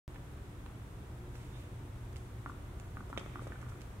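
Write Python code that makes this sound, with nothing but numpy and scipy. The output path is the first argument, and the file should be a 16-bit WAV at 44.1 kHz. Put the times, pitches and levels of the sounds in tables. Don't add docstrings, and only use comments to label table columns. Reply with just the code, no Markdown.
import sys
import numpy as np
from scipy import signal
from scipy.fft import rfft, irfft
from scipy.io import wavfile

SR = 44100
rng = np.random.default_rng(int(sys.argv[2]) if len(sys.argv) > 2 else 0)


def materialize(psi):
    bounded = np.clip(np.atleast_2d(psi).T, -1, 1)
    quanta = np.round(bounded * 32767).astype(np.int16)
    wavfile.write(sys.argv[1], SR, quanta)


N = 176400
T = np.arange(N) / SR
HIT_T = T[:SR // 4]
BIN_HZ = np.fft.rfftfreq(N, 1 / SR)


def from_db(db):
    return 10 ** (np.asarray(db) / 20)


def rms_one(x):
    return x / np.sqrt(np.mean(x ** 2) + 1e-20)


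def at_hz(points, hz):
    f, value = np.transpose(points)
    return np.interp(np.log(np.maximum(hz, 1)), np.log(f), value)


def butter(x, hz, kind="low"):
    return signal.sosfilt(signal.butter(2, hz, kind, fs=SR, output="sos"), x + 1e-18)


def delayed(x, s):
    return np.interp(T - s, T, x, left=0, right=0)


def drift(per_s):
    knots = np.clip(rng.standard_normal(2048), -2, 2)
    return np.interp(T * per_s, np.arange(len(knots)), knots)


def noise(colour):
    return rms_one(irfft(rfft(rng.standard_normal((2, N))) * from_db(at_hz(colour, BIN_HZ)), N))


def struck(modes, pitch=1):
    return sum(from_db(db + rng.normal(0, 1) - 60 * HIT_T / t60) * np.sin(2 * np.pi * hz * pitch * HIT_T)
               for hz, db, t60 in modes)


def add(out, s, sound):
    i = int(s * SR)
    out[i:i + len(sound)] += sound[:N - i]


def bursts(rows):
    return sum(from_db(db) * (T >= s) * np.exp(-np.minimum(np.abs(T - s) / decay_s, 20))
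               for s, db, decay_s in rows)


def swells(rows, grain_db=2):
    grain = from_db(grain_db * drift(per_s=200))
    return grain * sum(from_db(db) * np.exp(-((T - s) / half_s) ** 2) for s, db, half_s in rows)


# (frequency [Hz], level [dB])
AIR_COLOUR = [(13, -24), (22, -14), (47, -1.5), (92, -2.5), (114, -1.5), (131, -5.5), (146, -11.5),
              (192, -12), (267, -18), (298, -11.5), (324, -20.5), (361, -14.5), (438, -22), (475, -20.5),
              (516, -23), (1210, -26), (3160, -37.5), (3430, -36.5), (4630, -44), (8480, -42), (15500, -49)]
# (frequency [Hz], coherence [0..1])
AIR_COHERENCE = [(40, 0.99), (120, 0.98), (250, 0.91), (500, 0.71), (1000, 0.091), (2000, 0), (12000, 0)]
# (time [s], gain [dB])
AIR_SWELL = [(0, -2), (1.4, -2), (4, -1.5)]


def ventilation(level_db=-45):
    mid, side = rfft(noise(AIR_COLOUR))
    coherence = at_hz(AIR_COHERENCE, BIN_HZ)
    air = irfft(np.sqrt(1 + coherence) * mid + np.sqrt(1 - coherence) * side * [[1], [-1]], N)
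    return from_db(level_db + np.interp(T, *np.transpose(AIR_SWELL))) * rms_one(air)


# (frequency [Hz], level [dB], waver [dB])
HUM_TONES = [(35.8, -62, -1), (59.1, -59.5, 3), (98.1, -63.5, 3), (119.5, -55, 3.5), (293.7, -73, 3),
             (359, -70, 7.5), (479, -76, 3.5), (958, -78.5, 3.5)]
# (time [s], gain [dB])
HUM_SWELL = [(0, -3.5), (2, 1), (4, 0.5)]


def hum(wander_rad_per_db=0.34):
    out = np.zeros(N)
    for hz, db, waver_db in HUM_TONES:
        gain = np.sqrt(2) * from_db(db + waver_db * drift(per_s=9))
        wander_rad = wander_rad_per_db * waver_db * drift(per_s=12)
        out += gain * np.sin(2 * np.pi * hz * T + wander_rad)
    return from_db(np.interp(T, *np.transpose(HUM_SWELL))) * out


# (frequency [Hz], T60 [s])
HALL_T60 = [(200, 1.6), (1200, 2.8), (3200, 1.75), (8000, 1.66), (16000, 0.088)]
# (frequency [Hz], level [dB])
HALL_COLOUR = [(100, -2), (500, -9.5), (1300, -1.5), (2000, 0), (3100, -1), (4500, -1), (8000, 6.5),
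               (12000, 5)]


def hall(x, tail_db=-4.5, scatter_db=-5.5, scatter_decay_s=0.018, rise_s=0.0058):
    t, edges_hz, tail = T[:2 * SR], np.geomspace(100, 16000, 17), 0
    white = rng.standard_normal((2, 2, len(t)))
    for k, (low, high) in enumerate(zip(edges_hz, edges_hz[1:])):
        hz = np.sqrt(low * high)
        band = butter(white[k % 2], [low, high], "band")
        tail += band * from_db(at_hz(HALL_COLOUR, hz) - 60 * t / at_hz(HALL_T60, hz))
    scatter = rng.standard_normal((2, len(t))) * np.exp(-t / scatter_decay_s)
    response = from_db(tail_db) * rms_one(tail) + from_db(scatter_db) * rms_one(scatter)
    response *= np.minimum(t / rise_s, 1) / np.sqrt(len(t))
    return signal.fftconvolve(x[None], response, axes=1)[:, :N]


# (delay [s], gain [dB], right lead [s])
ECHOES = [(0.0272, -13, -0.009), (0.0357, 1.5, .00002), (0.041, -9, -.0001), (0.054, -19, -0.017),
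          (.057, -10, 0)]


def echoes(x, smear_s=0.00074, cutoff_hz=1130):
    dull = butter(x + delayed(x, smear_s), cutoff_hz) / 2
    return sum(from_db(db) * np.array([delayed(dull, s + lead_s), delayed(dull, s)])
               for s, db, lead_s in ECHOES)


# (time [s], level [dB], decay [s])
STEPS = [(.145, -56, 0.0091), (.158, -49.5, .004), (.6625, -46.5, .0016), (1.3535, -48, 0.0027),
         (2.1598, -47, 0.0011)]
# (frequency [Hz], level [dB])
STEP_COLOUR = [(100, 7), (400, -1), (900, 2), (1600, 6), (3100, -2.5), (4500, -14), (12000, -32)]


def steps():
    return noise(STEP_COLOUR)[0] * bursts(STEPS)


# (centre [s], level [dB], half-length [s])
SCUFFS = [(1.43, -69, 0.065), (1.59, -69, 0.086)]
# (frequency [Hz], level [dB])
SCUFF_COLOUR = [(500, -18), (1500, -3), (2400, 3), (3600, -3), (4600, -12), (12000, -34)]


def scuffs(squeak_s=1.555, squeak_db=-69, half_s=0.026, squeak_hz=3600, waver_hz=130):
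    hz = squeak_hz + waver_hz * drift(per_s=400)
    squeak = np.sqrt(2) * np.sin(2 * np.pi * np.cumsum(hz) / SR)
    squeak *= swells([(squeak_s, squeak_db, half_s)])
    return noise(SCUFF_COLOUR)[0] * swells(SCUFFS) + squeak


# (centre [s], level [dB], half-length [s])
BRUSHES = [(1.36, -71, 0.027), (1.43, -73.5, .06), (1.58, -73, 0.063), (2.178, -71, .012),
           (2.492, -70.5, .012), (3.105, -68.5, .012), (3.435, -68, 0.025), (3.694, -63.5, 0.0071)]
# (frequency [Hz], level [dB])
BRUSH_COLOUR = [(1000, -19), (2500, 1), (4500, -2), (6500, -0.5), (8700, -0.5), (12000, -6), (16000, -18)]


def brushes():
    return noise(BRUSH_COLOUR)[0] * swells(BRUSHES)


# (time [s], level [dB], decay [s])
TICKS = [(2.1297, -57, .0026), (2.1602, -51, 0.0016), (2.1662, -48, 0.0027), (2.7990, -45, .0013),
         (3.1752, -46, 0.0021), (3.1802, -39.5, 0.0015), (3.1945, -49.5, 0.0044), (3.4732, -54, 0.0033),
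         (3.6150, -55, .004), (3.8090, -56, 0.0044), (3.8170, -50.5, 0.003)]
# (frequency [Hz], level [dB])
TICK_COLOUR = [(500, 5), (2000, 10.5), (3500, 2), (5000, 1.5), (7000, 0), (9000, -4), (12000, -14.5),
               (16000, -22)]


def ticks():
    return noise(TICK_COLOUR)[0] * bursts(TICKS)


# (time [s], level [dB], cutoff [Hz])
CATCHES = [(3.1, -35.5, 1410), (3.1758, -25.5, 4530), (3.1813, -37, 4000), (3.261, -34, 1680),
           (3.4206, -36, 1100), (3.469, -32.5, 1245)]
# (frequency [Hz], level [dB], T60 [s])
PALM_MODES = [(224, -14.5, .02), (410, -10, 0.014), (565, -7, 0.014), (730, -11.5, 0.0064),
              (1200, -9.5, 0.011), (2110, -7, 0.0051), (3200, -7, 0.0035)]


def catches(crack_db=19, crack_low_hz=1910, slap_db=-9.5, slap_decay_s=0.0037,
            palm_low_hz=170, skin_cutoff_hz=3650):
    out = np.zeros(N)
    crack = from_db(crack_db) * butter(HIT_T == 0, crack_low_hz, "high")
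    for s, db, cutoff_hz in CATCHES:
        slap = from_db(slap_db) * rng.standard_normal(len(HIT_T)) * np.exp(-HIT_T / slap_decay_s)
        catch = butter(crack, cutoff_hz) + slap - struck(PALM_MODES)
        add(out, s, from_db(db) * butter(catch, cutoff_hz))
    skin = signal.cheby1(8, 0.5, skin_cutoff_hz, fs=SR, output="sos")
    return signal.sosfilt(skin, butter(out, palm_low_hz, "high") + 1e-18)


# (time [s], pop level [dB], pitch [ratio], contact [s], thump level [dB])
WALL_HITS = [(2.461, -32.5, 0.99, .0028, -37.5), (2.9701, -36, 1.04, .0026, -44),
             (3.1291, -34, 0.96, 0.0022, -38), (3.3574, -35.5, 1, 0.00251, -41),
             (3.521, -37.5, 1.28, 0.00403, -56), (3.6281, -44, 1, .0034, -50),
             (3.721, -47, 0.99, .003, -60)]
# (frequency [Hz], level [dB], T60 [s])
BALL_MODES = [(800, -19, 0.0098), (1177, -10.5, 0.014), (1215, -8.5, 0.029), (1388, -2.5, 0.02),
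              (1770, -11, 0.0085), (2070, -20, 0.0097)]


def wall_pops(thump_hz=271, thump_t60_s=0.043, squash_s=0.00089, felt_cutoff_hz=2100, rebound_db=-11.5):
    out = np.zeros(N)
    thump = np.sin(2 * np.pi * thump_hz * HIT_T) * from_db(-60 * HIT_T / thump_t60_s)
    for s, db, pitch, contact_s, thump_db in WALL_HITS:
        pop = -from_db(db) * butter(struck(BALL_MODES, pitch), felt_cutoff_hz)
        add(out, s - squash_s, from_db(thump_db) * thump)
        add(out, s, pop)
        add(out, s + contact_s, from_db(rebound_db) * pop)
    return out


def from_right(x, shadow_hz=1500, low_pan_db=-2, treble_pan_db=5.5, lead_s=0.00012):
    low = signal.sosfiltfilt(signal.butter(1, shadow_hz, fs=SR, output="sos"), x)
    return sum(np.array([from_db(-pan_db) * delayed(band, lead_s), from_db(pan_db) * band])
               for band, pan_db in [(low, low_pan_db), (x - low, treble_pan_db)])


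def scene(player_echo_db=-4):
    pops = wall_pops()
    player = catches() + ticks() + steps() + brushes() + scuffs()
    near = pops + player
    room = echoes(pops + from_db(player_echo_db) * player) + hall(near)
    return from_right(near) + room + ventilation() + hum()


def record(dry, start_s=0.079, cutoff_hz=15800):
    lowpass = signal.firwin(401, cutoff_hz, fs=SR)
    return signal.fftconvolve(dry * (T >= start_s), lowpass[None], "same", axes=1)


dry = scene()
out = record(dry)
materialize(out)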